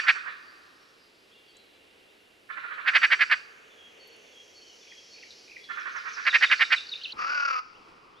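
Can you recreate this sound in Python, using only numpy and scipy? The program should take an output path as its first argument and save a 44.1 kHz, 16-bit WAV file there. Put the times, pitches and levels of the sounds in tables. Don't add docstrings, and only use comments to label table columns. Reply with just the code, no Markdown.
import sys
import numpy as np
from scipy import signal
from scipy.fft import rfft, irfft
from scipy.io import wavfile
from scipy.ndimage import uniform_filter1d

SR = 44100
rng = np.random.default_rng(int(sys.argv[2]) if len(sys.argv) > 2 else 0)


def wav_out(sig):
    wavfile.write(sys.argv[1], SR, np.round(np.clip(np.atleast_2d(sig).T, -1, 1) * 32767).astype(np.int16))


N = 361619
TIME, BINS = np.arange(N) / SR, np.fft.rfftfreq(N, 1 / SR)
LEAD_IN = SR // 2

# t/s, syllables, first gap/s, gap growth/s, relative level/dB,
# syllable length/s, beak opening (a factor on the frequencies)
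NEAR_RATTLES = [(-.117, 3, .1, .002, -14, .047, 1.015), (2.886, 6, .076, .005, -15.3, .0475, 1.015),
                (6.278, 6, .076, .0064, -15, .046, 1.03)]
# f/Hz, gain/dB
NEAR_THROAT = [(250, -67), (450, -34.5), (600, -22.5), (900, -18), (1300, -8.5), (1750, -0.5), (2550, -4),
               (3300, -12), (4100, -18), (4700, -21), (5600, -29.5), (6600, -41), (8300, -45),
               (12000, -68.5)]
def near_magpie():
    syllables = rattles(NEAR_RATTLES, first_db=-4, first_length=.95, fade_db=-.45, last_pause_s=.009)
    voice = magpie(syllables, NEAR_THROAT, pitch_hz=274.9, rough=.51, jitter=.12,
                   carrier_hz=2151, squawk_db=-12, sweep=.3)
    return voice + resonate(voice, 4570, 260)


FAR_RATTLES = [(-.075, 4, .124, -.0065, -35.8, .066, 1.02), (2.509, 7, .0707, 0, -36.4, .05, 1.0),
               (5.71, 6, .075, .0102, -34.7, .061, 1.01)]
# f/Hz, gain/dB
FAR_THROAT = [(80, -55), (250, -37), (450, -26.5), (800, -24), (1100, -8.5), (1350, -2.5), (1750, -0.5),
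              (2050, -10.5), (2350, -9), (3000, -19.5), (4200, -27), (5400, -40.5), (7000, -41.5),
              (12000, -62)]
def far_magpie():
    syllables = rattles(FAR_RATTLES, first_db=.3, first_length=.62, fade_db=-.2, last_pause_s=0)
    return magpie(syllables, FAR_THROAT, pitch_hz=290, rough=.58, jitter=.18,
                  carrier_hz=1456, squawk_db=-20.5, sweep=-.1)


def rattles(rows, first_db, first_length, fade_db, last_pause_s):
    for start, count, gap, slowing, db, length, beak in rows:
        for k in range(count):
            effort_db = fade_db * k if k else first_db
            s = start + k * gap + slowing * k * (k - 1) / 2 + last_pause_s * (k == count - 1)
            opening = beak * (1 + .014 * effort_db)
            yield s, db + effort_db, length * (1 - (1 - first_length) / 2 ** k), opening


# t/syllable lengths from its middle, level/dB
PRESSURE_ARCH = [(-.64, -31.5), (-0.5523, -12), (-.31, -8.5), (-.23, -1), (.03, 1.5), (.2, -0.5),
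                 (0.415, -8), (0.512, -20.5), (0.67, -33)]
def magpie(syllables, throat, pitch_hz, rough, jitter, carrier_hz, squawk_db, sweep):
    out = np.zeros(LEAD_IN + N)
    for s, db, length, beak in syllables:
        t = np.arange(-length, length, 1 / SR)
        pressure = amp(follow(PRESSURE_ARCH, t / length)[0])
        hz = pitch_hz * beak * (1 + .15 * (pressure - 1))
        rasp = syrinx(hz, rough, jitter) * (.5 + .5 * pressure)
        tone = squawk(hz, carrier_hz * beak * (1 + sweep * (pressure - 1)))
        voice = steady(colour(rasp + amp(squawk_db) * tone, throat, beak), span_s=.003)
        add(out, LEAD_IN / SR + s - length, amp(db) * pressure * voice * signal.windows.tukey(len(t), .3))
    return out


def syrinx(hz, rough, jitter):
    turns = np.cumsum(hz * (1 + jitter * drift(len(hz), .003))) / SR + rng.random()
    slaps = np.diff(np.floor(turns), prepend=0) * amp(2.16 * drift(len(hz), .002))
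    puffs = (.49 + np.exp(-(turns % 1) / .9)) * rng.standard_normal(len(hz))
    return (1 - rough) * unit(slaps) + rough * unit(puffs)


def squawk(hz, carrier_hz, glide=.63, wobble=.1156):
    turns = np.cumsum(hz * (1 + .1 * drift(len(hz), .003))) / SR + rng.random()
    swept_hz = carrier_hz * (1 + glide * (turns % 1 - .5) + wobble * drift(len(hz), .00068))
    return unit(np.sin(2 * np.pi * np.cumsum(swept_hz) / SR))


# t/s, f/Hz
CAW_PITCH = [(7.16, 255), (7.22, 243), (7.26, 260), (7.31, 298), (7.44, 283), (7.55, 255), (7.62, 250)]
# t/s, roughness/0-1
CAW_ROUGH = [(7.17, .76), (7.31, .44), (7.5, .29)]
# f/Hz, gain/dB
CROW_THROAT = [(200, -38.5), (450, -18), (600, -9.5), (800, -14), (1150, 3), (1500, 2.5), (1800, -5),
               (2100, -5.5), (2650, -2), (3200, -21), (3900, -24), (4700, -7), (5400, -13.5), (7000, -33),
               (11000, -72)]
def crow(start_s=7.166, peak_s=7.49, end_s=7.613, attack_s=.034, release_s=.024, throb_hz=38):
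    t = np.arange(start_s, end_s, 1 / SR)
    hz, rough = follow(CAW_PITCH, t)[0], follow(CAW_ROUGH, t)[0]
    from_deepest_s = t - 7.484
    depth = .27 + .41 * np.exp(-(from_deepest_s / .055) ** 2)
    throb = depth * np.cos(2 * np.pi * throb_hz * from_deepest_s)
    voice = colour(syrinx(hz * (1 + .04 * throb), rough, jitter=.06 * rough), CROW_THROAT)
    ring_db = np.interp(t, [7.33, 7.5], [5, 8])
    voice = voice + amp(ring_db) * band(voice, 5 * hz, 250)
    level_db = -27.7 + np.minimum(15 * (t - peak_s), 35 * (peak_s - t))
    edges = np.clip(np.minimum((t - start_s) / attack_s, (end_s - t) / release_s), 0, 1)
    out = np.zeros(N)
    add(out, start_s, amp(level_db) * edges * steady(voice, span_s=.013) * (1 + throb))
    return out


# t/s in the figure, length/s, start f/Hz, end f/Hz, level/dB
CHIP = [(-.083, .012, 2700, 2150, -11), (-.066, .016, 2650, 2100, -9), (-.046, .016, 2850, 2080, -6),
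        (0, .017, 2850, 1700, 0)]
HIGH_SLUR = [(-.052, .042, 6450, 6000, -8), (-.002, .038, 7050, 4450, 1), (.037, .012, 4550, 5400, 1)]
FLOURISH = [(-.047, .013, 4200, 5050, -9), (-.026, .015, 5150, 3800, -4), (-.002, .038, 4080, 3380, 0),
            (.023, .008, 3280, 2330, -3.5), (.04, .018, 3550, 4130, -3.5)]
SWOOP = [(-.026, .027, 2750, 3450, -9), (0, .02, 4850, 3250, 0), (.014, .018, 3530, 2360, 0)]
# t/s, level/dB
CHIPS = [(4.912, -51.5), (5.224, -48.5), (5.558, -43.5), (6.224, -47)]
# figure, t/s, repeats, period/s, level/dB, rise per repeat/dB
CLOSE_TRILLS = [(HIGH_SLUR, 5.791, 3, .168, -60, 5), (FLOURISH, 6.292, 5, .155, -37, .4),
                (SWOOP, 7.033, 2, .085, -35.5, 0)]
def close_songbird():
    chips = whistles([note for s, db in CHIPS for note in figure(CHIP, s, db)], waver=.03)
    return among_leaves(chips + whistles(trills(CLOSE_TRILLS), waver=.021))


WARBLE = [(0, .052, 3250, 4100, -2), (.115, .06, 2850, 2730, 0)]
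TIT_PAIR = [(0, .055, 3600, 3290, -5.5), (.058, .13, 3295, 3250, -1.2), (.289, .105, 4470, 4390, 1)]
FAR_TRILLS = [(WARBLE, 1.68, 3, .197, -66, 0), (TIT_PAIR, 3.69, 3, .555, -57.5, 1.3)]
def warbler_and_tit():
    return whistles(trills(FAR_TRILLS), waver=.011)


# t/s, length/s, start f/Hz, end f/Hz, relative level/dB
LONE_NOTES = [(.36, .22, 4720, 4600, -66), (.8, .052, 5560, 5330, -68), (.98, .077, 4980, 4820, -67),
              (1.3, .053, 3000, 3800, -61), (1.33, .073, 2770, 2870, -62), (1.46, .052, 3590, 2990, -63),
              (1.47, .053, 4650, 4300, -63.5), (1.53, .08, 3850, 4100, -63), (4.58, .17, 3200, 2850, -60),
              (5.58, .16, 3380, 3340, -55), (7.735, .043, 2440, 3420, -62), (8.13, .091, 2800, 4300, -67)]
def lone_birds():
    return whistles(LONE_NOTES, waver=.016)


def whistles(notes, waver):
    out = np.zeros(N)
    for s, length, start_hz, end_hz, db in notes:
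        size = int(length * SR)
        hz = np.geomspace(start_hz, end_hz, size) * (1 + waver * drift(size, .002))
        tone = np.sin(2 * np.pi * np.cumsum(hz) / SR)
        add(out, s, amp(db) * unit(tone * signal.windows.tukey(size, .7)))
    return out


def figure(notes, s, db):
    return [(s + at, length, start_hz, end_hz, db + note_db)
            for at, length, start_hz, end_hz, note_db in notes]


def trills(rows):
    return [note for notes, s, count, period, db, rise_db in rows for k in range(count)
            for note in figure(notes, s + k * period, db + k * rise_db)]


def among_leaves(song):
    scattered = echo(song, [(2000, .05), (6000, .05)], delay_s=0)
    tail = echo(song, [(2000, .5), (6000, .52)], delay_s=.011)
    return .85 * song + .5 * scattered + amp(-3.5) * tail


# f/Hz, gain/dB
BEAK_BEAM = [(500, 0.5), (1500, -0.5), (2000, -7.5), (2700, -1), (3400, -4.5), (4600, 7), (6000, 15.5),
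             (8500, 17.5), (12000, 3)]
# f/Hz, t60/s
TREE_DECAY = [(200, .7), (1000, 2.9), (1700, 1.85), (3000, 1.5), (4600, 0.97), (9000, 0.86)]
def yard_echoes(near, far, song):
    beamed = colour(near, BEAK_BEAM)
    far = far + amp(7) * resonate(far, 4100, 700)
    walls = echo(amp(-14) * beamed + amp(-2.5) * far, [(500, .17), (5000, .39)], delay_s=.015)
    ringing = beamed + amp(2) * resonate(beamed, 4640, 220)
    trees = echo(amp(-26) * ringing + amp(-11) * far, TREE_DECAY, delay_s=.03)
    trees += amp(.5) * echo(song, [(2500, 1.25), (5000, 1.05)], delay_s=.012)
    return walls * amp([[-2], [2]]) + trees * amp([[-.7], [.7]])


# t/s, level/dB, centre f/Hz, decay/s
GRASS_TICKS = [(1.5677, -55, 7500, 0.0056), (4.0735, -59, 12600, 0.0082), (4.1638, -63, 10100, 0.0032),
               (5.305, -47, 4000, 0.023), (5.641, -50, 4010, 0.018)]
def grass_ticks():
    out, t = np.zeros(N), np.arange(SR // 10) / SR
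    for s, db, hz, decay in GRASS_TICKS:
        snap = band(rng.standard_normal(len(t)), hz, hz / 4)
        add(out, s, amp(db) * unit(snap) * np.exp(-t / decay))
    return out


# t/s, level/dB, centre f/Hz
HISS_SWELL = [(0, -64, 4580), (1.2, -70.5, 4380), (1.9, -83, 4500), (2.5, -82, 5400), (3.7, -68.5, 6470),
              (4.1, -66.5, 6220), (4.6, -59.5, 5850), (5.0, -56.3, 5360), (5.4, -55.5, 5000),
              (5.8, -63, 4980), (6.4, -45.3, 4950), (7.13, -59.5, 4930)]
# f/Hz, gain/dB
HISS_BAND = [(2000, -22.5), (3800, -1), (5000, -3), (6400, -4.5), (7200, -9), (9000, -25.5)]
def high_hiss():
    db, hz = follow(HISS_SWELL, TIME)
    return amp(db) * unit(colour(band(rng.standard_normal(N), hz, 2200), HISS_BAND))


# t/s, level/dB
TRAFFIC_LEVEL = [(0, -78.5), (2.2, -68.5), (2.8, -66.5), (3.7, -59.5), (5.1, -62.5), (7.13, -65)]
def traffic():
    spectrum = [(100, -42), (300, -16), (450, -2.5), (620, -10.5), (1200, -21), (3000, -7), (6000, -52.5)]
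    return amp(follow(TRAFFIC_LEVEL, TIME)[0]) * air(spectrum, flutter_db=2.1)


# f/Hz, correlation/0-1
AIR_LIKENESS = [(30, .7), (300, 0.63), (600, 0.2), (1200, 0), (3000, 0.16)]
def air(spectrum, flutter_db):
    left, other = rfft(rng.standard_normal((2, N)))
    same = read(AIR_LIKENESS, BINS)
    right = same * left + np.sqrt(1 - same ** 2) * other
    noise = irfft(np.array([left, right]) * amp(read(spectrum, BINS)), N)
    return noise / np.std(noise.mean(0)) * amp(flutter_db * drift(N, .42))


# f/Hz, lead at the left microphone/rad
NEAR_PHASE = [(300, -0.089), (1700, -0.028), (2150, 1), (2670, 1), (3000, -0.086)]
FAR_PHASE = [(300, 0.62), (800, -1.15), (1400, -1.42), (2400, -2.42), (3200, -1)]
# f/Hz, gain/dB
HEDGE = [(2000, -1), (3000, -5.5), (4500, -10.5), (9000, -17.5)]
# f/Hz, relative level/dB
YARD_AIR = [(25, -19), (55, -18), (80, -10), (110, -16), (330, -5), (430, -2.5), (650, -9.5), (1000, -13.5),
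            (1900, -11.5), (2800, -9), (4500, -15), (6400, -23), (8500, -24), (13500, -29.5)]
def yard(lone):
    near, far = near_magpie(), far_magpie()
    song = lone + warbler_and_tit()
    hiss, rush = high_hiss(), traffic()
    direct = place(near, NEAR_PHASE, left_db=-3)
    direct += amp(.5) * place(colour(far, HEDGE), FAR_PHASE, left_db=-10.5)
    direct += amp(-4) * song + grass_ticks() + hiss
    echoes = yard_echoes(near, far, song)
    floor = amp(-61.5) * air(YARD_AIR, flutter_db=.5) + rush
    return direct + echoes + floor * amp([[-.7], [.7]])


# f/Hz, lead at the left microphone/rad
CROW_PHASE = [(200, 0.47), (600, 1.97), (1400, 1.75), (2500, 1.56), (3200, 0.95)]
# f/Hz, relative level/dB
ROAD_AIR = [(25, -16.5), (110, -18), (350, -11), (470, -9), (620, -17.5), (1200, -6), (1700, -20.5),
            (2500, -16), (3700, -25), (5000, -23), (6400, -36), (8400, -40), (13500, -48.5)]
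def roadside():
    caw = crow()
    direct = amp(1) * place(caw, CROW_PHASE, left_db=2.5)
    ground = amp(-9) * echo(caw, [(500, .08), (5000, .08)], delay_s=.003)
    trees = amp(-13) * echo(caw, [(400, .8), (1300, .65), (2500, .9), (6000, 1.7)], delay_s=.027)
    return direct + ground + trees * amp([[2.5], [-2.5]]) + amp(-58.5) * air(ROAD_AIR, flutter_db=2.6)


def place(x, phase, left_db):
    lean = amp(left_db / 2 * (BINS < 3200)) * np.exp(.5j * read(phase, BINS))
    return irfft(rfft(x[-N:]) * np.array([lean, 1 / lean]), N)


def echo(x, t60, delay_s):
    shape = (2, 3 * SR // 2)
    taps = rng.choice([-1., 1.], shape) * (rng.random(shape) < 2500 / SR)
    hz, t, spectra = signal.stft(taps, SR, nperseg=256)
    tail = signal.istft(spectra * amp(-60 * t / read(t60, hz)[:, None]), SR)[1]
    tail = np.pad(tail / np.linalg.norm(tail[0]), ((0, 0), (int(delay_s * SR), 0)))
    return signal.fftconvolve(x[None], tail, axes=1)[:, len(x) - N:len(x)]


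def colour(x, points, stretch=1, size=4096):
    log_gain = np.log(amp(read(points, abs(np.fft.fftfreq(size, 1 / SR)) / stretch)))
    taps = np.fft.ifft(np.exp(np.conj(signal.hilbert(log_gain)))).real
    return signal.fftconvolve(x, taps[:size // 2])[:len(x)]


def resonate(x, hz, width_hz):
    turn = np.exp(2j * np.pi * np.cumsum(hz * np.ones(len(x))) / SR)
    pole = np.exp(-np.pi * width_hz / SR)
    return 2 * (turn * signal.lfilter([1 - pole], [1, -pole], x / turn)).real


def band(x, hz, width_hz):
    return resonate(resonate(x, hz, width_hz), hz, width_hz)


def steady(x, span_s):
    window = np.hanning(2 * int(span_s * SR) + 3)
    power = signal.fftconvolve(x ** 2, window / window.sum(), "same")
    return x / np.sqrt(abs(power) + .02 * np.mean(x ** 2))


def drift(size, span_s):
    return unit(uniform_filter1d(rng.standard_normal(size), max(int(span_s * SR), 1)))


def amp(db):
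    return 10 ** (np.asarray(db) / 20)


def unit(x):
    return x / np.sqrt(np.mean(x ** 2) + 1e-20)


def read(points, hz):
    f, value = np.transpose(points)
    return np.interp(np.log(hz + 1), np.log(f + 1), value)


def follow(rows, t):
    s, *columns = np.transpose(rows)
    return [np.interp(t, s, c) for c in columns]


def add(mix, s, sound):
    start = round(s * SR)
    sound = sound[max(-start, 0):]
    part = mix[max(start, 0):][:len(sound)]
    part += sound[:len(part)]


SWITCH_S, SWITCH_FADE_S = 7.131, .003
def scene():
    close_song, lone = close_songbird(), lone_birds()
    in_yard = np.clip(.5 + (SWITCH_S - TIME) / SWITCH_FADE_S, 0, 1)
    by_road = 1 - in_yard
    return in_yard * (yard(lone) + close_song) + by_road * (roadside() + among_leaves(lone * by_road))


# f/Hz, side gain/dB
STEREO_WIDTH = [(100, -2), (2700, 1), (3100, -2), (3500, -46), (9000, -28)]
def record(dry):
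    mid = dry.mean(0)
    side = irfft(rfft(dry[0] - dry[1]) / 2 * amp(read(STEREO_WIDTH, BINS)), N)
    low_pass = signal.firwin(511, 13600, window=("kaiser", 9), fs=SR)
    return signal.oaconvolve(np.array([mid + side, mid - side]), low_pass[None], "same", axes=1)


dry = scene()
out = record(dry)
wav_out(out)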